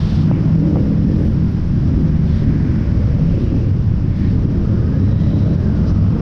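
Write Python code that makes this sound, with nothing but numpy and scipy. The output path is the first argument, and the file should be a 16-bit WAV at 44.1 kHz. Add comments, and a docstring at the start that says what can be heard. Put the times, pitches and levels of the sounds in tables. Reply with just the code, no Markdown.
"""Big twin motorcycles throb through town in a slow convoy, heard from a camera worn by one rider.
Uneven exhaust pulses boom, growl and bark off the street: two twins close by, a pack further ahead.
The rider's own four-cylinder hums and its gears whine under load; bumps knock through the bodywork.
Behind them: wind on the housing, tyre roar, hiss, swishes, faint ticks. A limiter holds the peaks down."""
import sys
import numpy as np
from scipy import signal
from scipy.fft import rfft, irfft, next_fast_len
from scipy.io import wavfile
from scipy.ndimage import uniform_filter1d

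SR = 44100
rng = np.random.default_rng(int(sys.argv[2]) if len(sys.argv) > 2 else 0)


def wrap_up_sound(samples):
    """Save the sound to the file named by the first command line argument, as 16-bit audio."""
    columns = np.atleast_2d(samples).T
    # keep every value between -1 and 1, then stretch to whole-number steps
    tamed = np.clip(columns, -1, 1)
    steps = np.round(tamed * 32767).astype(np.int16)
    wavfile.write(sys.argv[1], SR, steps)


N = 273861
TIME_S = np.arange(N) / SR

# spectra: freq_hz, gain_db
HISS_EQ = [(1500, -27), (3000, -0.5), (3600, -0.5), (4300, -1.5), (5000, 2), (5600, 0), (6200, -9),
           (7000, -16), (8300, -26), (12000, -26), (13000, -41), (14500, -53.5)]
SWISH_EQ = [(800, -17.5), (2000, -11.5), (3000, 2.5), (3700, 3), (4600, 1.5), (5600, -2), (6500, -14),
            (8000, -22.5), (11500, -26.5), (14000, -41.5)]
TYRE_EQ = [(100, -12), (500, 3), (800, 1), (1050, -1), (1350, -3), (1700, -4.5), (2100, -8.5), (3000, -13),
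           (4500, -31.5), (7000, -47), (12000, -63)]
WIND_EQ = [(5, -30.5), (15, -7), (25, -9.5), (50, -5), (80, -2.5), (130, -4), (250, -23.5), (600, -53),
           (2000, -92.5)]
BOOM_EQ = [(10, -41), (50, -11.5), (95, 1), (125, 3), (155, -0.5), (190, 1), (215, 0), (240, -3.5),
           (270, -12), (330, -28), (400, -26.5), (600, -40.5), (1500, -85.5)]
BARK_EQ = [(10, -68.5), (120, -24), (210, -5.5), (255, 1), (305, 3.5), (345, -5), (400, -15.5), (570, -28),
           (720, -37.5), (1200, -40.5), (2500, -49), (6000, -86)]
GROWL_EQ = [(100, -50), (280, -13.5), (360, 5), (420, 2.5), (490, -0.5), (580, -5), (720, -20.5),
            (1200, -28.5), (3000, -62)]
THUMP_EQ = [(10, -43.5), (50, -15), (80, -4.5), (105, 4.5), (130, -1.5), (160, -2), (205, -6), (250, -23.5),
            (500, -41.5), (1500, -89)]
RASP_EQ = [(100, -43), (330, 2), (440, 4), (505, -8), (580, 0), (680, -3.5), (760, -20.5), (1300, -18.5),
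           (4000, -75.5)]

# faint ticks: time_s, level_db
TICKS = [(0.62, -71), (0.818, -68), (0.914, -68), (1.096, -68), (1.176, -67), (1.258, -63), (1.355, -70),
         (1.434, -68), (1.516, -66.5), (1.672, -68), (2.03, -67)]
# close swishes: centre_s, length_s, level_db
SWISHES = [(0.04, 0.29, -43), (0.19, 0.22, -44.5), (2.36, 0.28, -49.5), (3.43, 0.094, -51),
           (4.255, 0.38, -52), (5.889, 0.058, -50)]
# whistles and narrow hisses: centre_s, length_s, pitch_hz, width_hz, level_db
WHISTLES = [(0.125, 0.27, 3490, 40, -54.5), (1.277, 0.26, 10500, 2110, -69), (2.35, 0.22, 3480, 55, -58),
            (2.68, 1.8, 1914, 626, -48), (3.426, 0.86, 2600, 588, -52), (4.242, 0.36, 2060, 480, -50),
            (5.306, 0.83, 3880, 280, -54), (5.305, 0.59, 3154, 301, -57.5), (4.84, 1, 1253, 50, -51),
            (5.892, 0.062, 5100, 1010, -47.5), (6.15, 1.0, 1137, 344, -44.5)]
# dip in the hiss, passing twin alongside: centre_s, length_s, gain_db
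HISS_LULL = (4.35, 1.9, -2)
# rough and smooth tarmac: centre_s, length_s, gain_db
TARMAC = [(0.095, 1.2, 3.3), (3.699, 1.3, -1.5)]
# gusts: centre_s, length_s, relative_db
GUSTS = [(0.08, 0.52, -25.5), (1.25, 1, -24), (1.95, 1, -18.5), (2.45, 0.62, -20), (3.1, 1, -17),
         (3.85, 0.92, -20.5), (4.48, 0.73, -21), (5.25, 0.4, -24), (5.88, 0.55, -20)]
# road bumps: start_s, gain_db, rattle_share, pitch_ratio, ring_time_ratio
BUMPS = [(.3134, 1, 0.16, 1.03, .7), (0.336, -25, 0.7, 1.3, 1), (.39, -22, .1, 1, 1),
         (0.7578, -4.5, .06, 1, 1.3), (0.7693, -5.5, 0.07, 1, .9), (3.377, -18, .3, 1, 1),
         (3.541, -13.5, .08, .9, 1.3), (6.164, -13.5, .15, .95, 1.2)]
# bodywork modes: freq_hz, gain_db, t60_s
BODY_MODES = [(305, 5.5, 0.021), (513, 4.5, 0.017), (692, 3.5, 0.011), (865, -2, 0.0089),
              (1094, -7.5, 0.0094), (1430, -14, 0.0088)]
# brief scuff: centre_s, length_s, level_db
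SCUFF = (0.48, 0.085, -42)
# own four-cylinder: time_s, firing_hz, hum_db
OWN_ENGINE = [(0, 102, -26), (.45, 102, -34), (.8, 104, -24.5), (1.15, 94, -23.5), (1.3, 86, -27),
              (1.6, 76, -38), (1.9, 75, -27), (2.1, 74, -36), (2.55, 87, -32), (3.0, 74, -32),
              (3.2, 62, -25), (3.4, 60, -26), (3.65, 93, -27), (3.95, 90, -23), (4.2, 96, -21),
              (4.4, 94, -20), (4.62, 69, -29), (4.78, 75, -23), (5.05, 96, -20), (5.24, 104, -17.5),
              (5.5, 97, -20), (5.8, 74, -22.5), (5.95, 67, -26), (6.21, 65, -30)]
# gears under load: centre_s, length_s, whine_db
GEAR_LOADS = [(1.15, 0.6, -53), (2.72, 1.0, -50.5), (4.23, .34, -49), (4.77, .52, -48.5), (5.15, .6, -51),
              (5.77, 0.56, -47.3)]
# nearest twin: time_s, crank_hz, order4_db, order5_db
CRUISER = [(0, 42.4, -32, -27), (.25, 42.4, -23, -26), (.43, 41, -15.5, -22), (.65, 39.8, -16.5, -24),
           (.82, 40.8, -24, -24), (1.0, 41.6, -20, -18), (1.25, 43.6, -27, -28), (1.45, 41.1, -21.5, -32),
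           (1.8, 41.3, -34, -30), (2.15, 43.6, -21, -26), (2.5, 43.4, -32, -25.5), (2.9, 42.8, -34, -28),
           (3.08, 42, -32, -32), (3.22, 40.5, -16.5, -31), (3.33, 42, -20, -26), (3.45, 42.4, -38, -25),
           (3.85, 40, -29, -38), (4.2, 41, -31, -30), (5.0, 40.6, -30, -27), (5.35, 40.8, -26, -24),
           (5.65, 42.2, -30, -31), (5.95, 41.6, -28, -27), (6.21, 41.2, -29, -26)]
# twin that slows, then draws past: time_s, crank_hz, order2_db
PASSER = [(0, 78, -22), (.18, 78, -17), (.32, 74, -17.5), (.5, 74, -23), (.75, 68, -21), (1.25, 66, -33),
          (1.8, 72, -26), (2.05, 77.5, -15), (2.35, 72.5, -24), (2.56, 77, -16.5), (2.8, 62.5, -18),
          (3.05, 58, -19), (3.3, 55, -33), (3.45, 53.5, -17), (3.62, 49.5, -19.5), (3.85, 47, -24),
          (4.3, 55, -27), (4.6, 54, -23), (4.83, 60, -18), (5.05, 63, -27), (5.55, 68, -26), (5.8, 52, -32),
          (5.98, 49.5, -17.5), (6.21, 49.5, -25)]
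# boom at shut throttle, weaker as the pack draws ahead: time_s, level_db
BOOM_LEVEL = [(0, -18), (.25, -17), (1.0, -18.5), (1.7, -19.5), (2.1, -22.5), (2.7, -21), (3.3, -21.5),
              (3.9, -23.5), (4.7, -22), (5.2, -22), (6.21, -18)]
# exhaust growl: time_s, level_db
GROWL_LEVEL = [(0, -37.5), (.5, -32.5), (.62, -29), (.82, -27.5), (1.0, -35), (1.2, -29.5), (1.36, -38.5),
               (1.68, -41), (1.98, -30.5), (2.15, -37), (2.45, -32.5), (2.75, -32.5), (2.98, -30),
               (3.2, -30.5), (3.64, -32), (3.76, -39), (4.18, -38), (4.34, -31.5), (4.9, -33), (5.7, -33),
               (6.04, -38.5), (6.21, -30.5)]
# throttle openings: start_s, length_s, bark_db
THROTTLES = [(0.118, 0.47, -22), (0.597, 0.25, -21.5), (0.952, 0.3, -23.5), (1.73, 0.3, -25.5),
             (2.376, 1.26, -24), (4.174, 0.91, -24.5), (5.103, 0.34, -23), (5.45, 0.46, -26)]


def gain_of(db):
    """dB to amplitude."""
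    return 10 ** (np.asarray(db) / 20)


def unit_rms(x):
    """Scale to rms 1."""
    return x / np.sqrt(np.mean(x ** 2) + 1e-20)


def curves(rows):
    """Timed table to one per-sample curve a column."""
    time_s, *columns = np.transpose(rows)
    return [np.interp(TIME_S, time_s, column) for column in columns]


def coloured(x, spectrum, size=16384):
    """Minimum-phase filter with the given spectrum; rms 1."""
    hz, db = np.transpose(spectrum)
    bins_hz = abs(np.fft.fftfreq(size, 1 / SR))
    log_gain = np.log(gain_of(np.interp(np.log(bins_hz + 1), np.log(hz), db)))
    taps = np.fft.ifft(np.exp(np.conj(signal.hilbert(log_gain)))).real[:size // 2]
    return unit_rms(signal.fftconvolve(x, taps)[:N])


def drift(rate_hz):
    """Low-passed noise; rms 1."""
    size = next_fast_len(N, real=True)
    lowpass = np.exp(-(np.fft.rfftfreq(size, 1 / SR) / rate_hz) ** 2)
    return unit_rms(irfft(rfft(rng.standard_normal(size)) * lowpass, size)[:N])


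def noise_band(hz, width_hz):
    """Noise around a steady or moving pitch; rms 1."""
    phase_rad = 2 * np.pi * np.cumsum(hz * np.ones(N)) / SR
    return unit_rms(drift(width_hz) * np.cos(phase_rad) + drift(width_hz) * np.sin(phase_rad))


def swell(centre_s, length_s):
    """Half-cosine rise and fall, 0-1."""
    return np.cos(np.pi * np.clip((TIME_S - centre_s) / length_s, -.5, .5))


def swells(rows):
    """Summed amplitude of several swells."""
    return sum(gain_of(db) * swell(centre_s, length_s) for centre_s, length_s, db in rows)


def lift_db(centre_s, length_s, db):
    """Passing change of level."""
    return db * swell(centre_s, length_s)


def decaying(pulses, decay_s):
    """Exponential tail on each pulse; rms 1."""
    return unit_rms(signal.lfilter([1], [1, -np.exp(-1 / (decay_s * SR))], pulses))


def ticks(edge_s=.006):
    """Tiny, soft bursts of high hiss."""
    envelope = sum(gain_of(db) * np.exp(-abs(TIME_S - time_s) / edge_s) for time_s, db in TICKS)
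    return envelope * noise_band(11300, width_hz=1900)


def swishes():
    """Brief uneven hisses and thin whistles."""
    out = swells(SWISHES) * gain_of(drift(60)) * coloured(rng.standard_normal(N), SWISH_EQ)
    for centre_s, length_s, pitch_hz, width_hz, db in WHISTLES:
        out += gain_of(db) * swell(centre_s, length_s) * noise_band(pitch_hz, width_hz)
    return out


def hiss(throttle, base_db=-53.5, throttle_db=1.27):
    """Flickering hiss that rises with the throttle."""
    level_db = base_db + lift_db(*HISS_LULL) + throttle_db * throttle + 0.7 * drift(28)
    return gain_of(level_db) * coloured(rng.standard_normal(N), HISS_EQ)


def tyres(pulses, base_db=-41.5):
    """Tyre roar on changing tarmac, with clatter at each firing."""
    clatter = 1 + 0.088 * decaying(pulses, decay_s=0.0029)
    level_db = base_db + sum(lift_db(*patch) for patch in TARMAC)
    return gain_of(level_db) * coloured(rng.standard_normal(N) * clatter, TYRE_EQ)


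def wind(breeze_db=-22, gust_trim_db=-3):
    """Breeze and gusts buffet the camera housing."""
    envelope = gain_of(breeze_db) + gain_of(gust_trim_db) * swells(GUSTS)
    return envelope * gain_of(0.2 * drift(3.1)) * coloured(rng.standard_normal(N), WIND_EQ)


def knocks(contact_s=0.00095, rattle_t60_s=0.27):
    """Bumps thud through plastic bodywork and shake out a rattle; one brief scuff."""
    out = np.zeros(N)
    rattle = noise_band(2350, width_hz=600) * gain_of(3 * drift(90))
    for start_s, db, rattle_share, pitch_ratio, ring_ratio in BUMPS:
        start = round(start_s * SR)
        span = slice(start, start + SR // 5)
        t = TIME_S[span] - TIME_S[start]
        ring = sum(gain_of(mode_db - 60 * t / (t60_s * ring_ratio))
                   * np.sin(2 * np.pi * hz * pitch_ratio * t) for hz, mode_db, t60_s in BODY_MODES)
        shake = rattle_share * gain_of(-28 - 60 * t / rattle_t60_s) * rattle[span]
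        padded_onset = 1 - np.exp(-(t / contact_s) ** 2)
        out[span] += gain_of(db) * padded_onset * (.5 * ring + shake)
    return out + swells([SCUFF]) * noise_band(800, width_hz=500)


def order_tone(cycles, order, db, waver_hz=12, waver_depth=.22, waver_rad=.17):
    """One engine order; uneven burning shakes its level and phase."""
    phase_rad = 2 * np.pi * (order * cycles + rng.random()) + waver_rad * drift(waver_hz)
    return np.sqrt(2) * gain_of(db) * (1 + waver_depth * drift(waver_hz)) * np.sin(phase_rad)


def four_cylinder(gear_teeth=19):
    """Even firing: a hum, a weak beat every four firings, a gear whine locked to the speed."""
    firing_hz, hum_db = curves(OWN_ENGINE)
    firing_hz = uniform_filter1d(firing_hz, size=5000, mode="nearest")
    fired = np.cumsum(firing_hz) / SR
    hum = order_tone(fired, 0.99, hum_db) + order_tone(fired, 2, hum_db - 10.5)
    beat = order_tone(fired / 4, 0.99, hum_db - 17)
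    mesh_hz = firing_hz * gear_teeth
    whine = .8 * noise_band(mesh_hz, width_hz=78) + .6 * noise_band(mesh_hz, width_hz=300)
    return hum + beat + swells(GEAR_LOADS) * whine


def street(x, wet_db, t60_s, echoes_per_s=900):
    """Add echoes off tarmac and houses; the pattern changes as the bikes roll on."""
    t, hop = TIME_S[:SR // 2], SR // 4
    fade = signal.windows.cosine(2 * hop)
    padded, echoes = np.pad(x, (hop, 2 * hop)), np.zeros(N + 2 * SR)
    for at in range(0, N + hop, hop):
        taps = rng.standard_normal(len(t)) * (rng.random(len(t)) < echoes_per_s / SR)
        taps *= gain_of(-60 * t / t60_s)
        block = signal.fftconvolve(fade * padded[at:at + 2 * hop], taps / np.linalg.norm(taps))
        echoes[at:at + len(block)] += block
    return x + gain_of(wet_db) * echoes[hop:hop + N]


def opening(start_s, length_s, open_s=0.085, close_s=0.14):
    """Throttle twisted open, held, rolled off; 0-1."""
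    t = TIME_S - start_s
    return np.clip(t / open_s, 0, 1) - np.clip((t - length_s) / close_s, 0, 1)


def firings(turns, offset_cycles, spread):
    """A twin fires twice in two crank turns, unevenly spaced, with jitter in time and strength."""
    pulses = np.zeros(N)
    cycles = (turns + .03 * drift(25)) / 2
    for offset in (0, offset_cycles):
        at = np.flatnonzero(np.diff(np.floor(cycles + offset)) > 0)
        pulses[at] += 1 + spread * rng.uniform(-1, 1, N)[:len(at)]
    return unit_rms(pulses)


def pack_firings():
    """Four twins ahead, each at its own wandering speed; rms 1."""
    cranks_hz = [hz * (1 + .07 * drift(.8)) for hz in np.linspace(44, 70, num=4)]
    turns = (np.cumsum(hz) / SR + 2 * rng.random() for hz in cranks_hz)
    return unit_rms(sum(firings(crank, offset_cycles=.4, spread=0.39) for crank in turns))


def pipes(blasts, gas, throttle, throttle_boom_db=1, coast_bark_db=-30.5):
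    """Exhaust pipes boom and growl, and bark as the throttles open."""
    boom_db = curves(BOOM_LEVEL)[0] + throttle_boom_db * throttle
    bark_db = coast_bark_db + sum((db - coast_bark_db) * opening(start_s, length_s)
                                  for start_s, length_s, db in THROTTLES)
    growl_db = curves(GROWL_LEVEL)[0]
    boom = coloured(street(blasts + 0.27 * gas, wet_db=-12, t60_s=0.8), BOOM_EQ)
    bark = coloured(street(blasts + 0.8 * gas, wet_db=-6, t60_s=0.13), BARK_EQ)
    growl = coloured(street(.5 * blasts + gas, wet_db=-1.5, t60_s=0.34), GROWL_EQ)
    return gain_of(boom_db) * boom + gain_of(bark_db) * bark + gain_of(growl_db) * growl


def pass_by(pulses, gas):
    """The passing twin thumps alongside, then rasps once its pipes face the microphone."""
    thump = swell(centre_s=4.65, length_s=3.66) * coloured(pulses + 0.14 * gas, THUMP_EQ)
    rasp = swell(centre_s=5.63, length_s=1.58) * coloured(pulses + 0.38 * gas, RASP_EQ)
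    return gain_of(-21.5) * thump + gain_of(-35.5) * rasp


def twins(throttle):
    """Exhaust blasts, each trailing turbulent gas, plus drones; returns sound and near firing pulses."""
    cruiser_hz, order4_db, order5_db = curves(CRUISER)
    passer_hz, order2_db = curves(PASSER)
    cruiser_turns = np.cumsum(cruiser_hz * (1 + .006 * drift(12))) / SR
    passer_turns = np.cumsum(passer_hz * (1 + .008 * drift(15))) / SR
    passer_pulses = firings(passer_turns, offset_cycles=.44, spread=0.4)
    cruiser_pulses = firings(cruiser_turns, offset_cycles=.4, spread=0.41)
    near_pulses = 0.8 * cruiser_pulses + 0.81 * passer_pulses
    blasts = unit_rms(near_pulses + gain_of(-0.5) * pack_firings())
    gas = decaying(blasts, decay_s=0.0058) * rng.standard_normal(N)
    exhaust = pipes(blasts, gas, throttle) + pass_by(passer_pulses, gas)
    drones = order_tone(cruiser_turns, 4, order4_db) + order_tone(cruiser_turns, 5, order5_db)
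    drones += order_tone(passer_turns, 0.98, order2_db - 12.5) + order_tone(passer_turns, 2, order2_db)
    return exhaust + drones, near_pulses


def scene():
    """Mono mix at the camera."""
    throttle = sum(opening(start_s, length_s) for start_s, length_s, _ in THROTTLES)
    exhausts, near_pulses = twins(throttle)
    engines = exhausts + four_cylinder()
    rush = wind() + tyres(near_pulses) + hiss(throttle)
    return (engines + rush + swishes() + knocks() + ticks())[None]


def record(dry, threshold_db=-6, release_db_per_s=90, cutoff_hz=14500):
    """Fast peak limiter, short end fades, low-pass."""
    peak_db = 20 * np.log10(abs(dry[0]) + 1e-9)
    release_db = TIME_S * release_db_per_s
    held_db = np.maximum.accumulate(peak_db + release_db) - release_db
    over_db = np.maximum(held_db - threshold_db, 0)
    smoother = signal.windows.hann(301)
    limited = dry / gain_of(signal.fftconvolve(over_db, smoother / smoother.sum(), "same"))
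    faded = limited * signal.windows.tukey(N, .001)
    return signal.sosfilt(signal.butter(12, cutoff_hz, fs=SR, output="sos"), faded)


dry = scene()
out = record(dry)
wrap_up_sound(out)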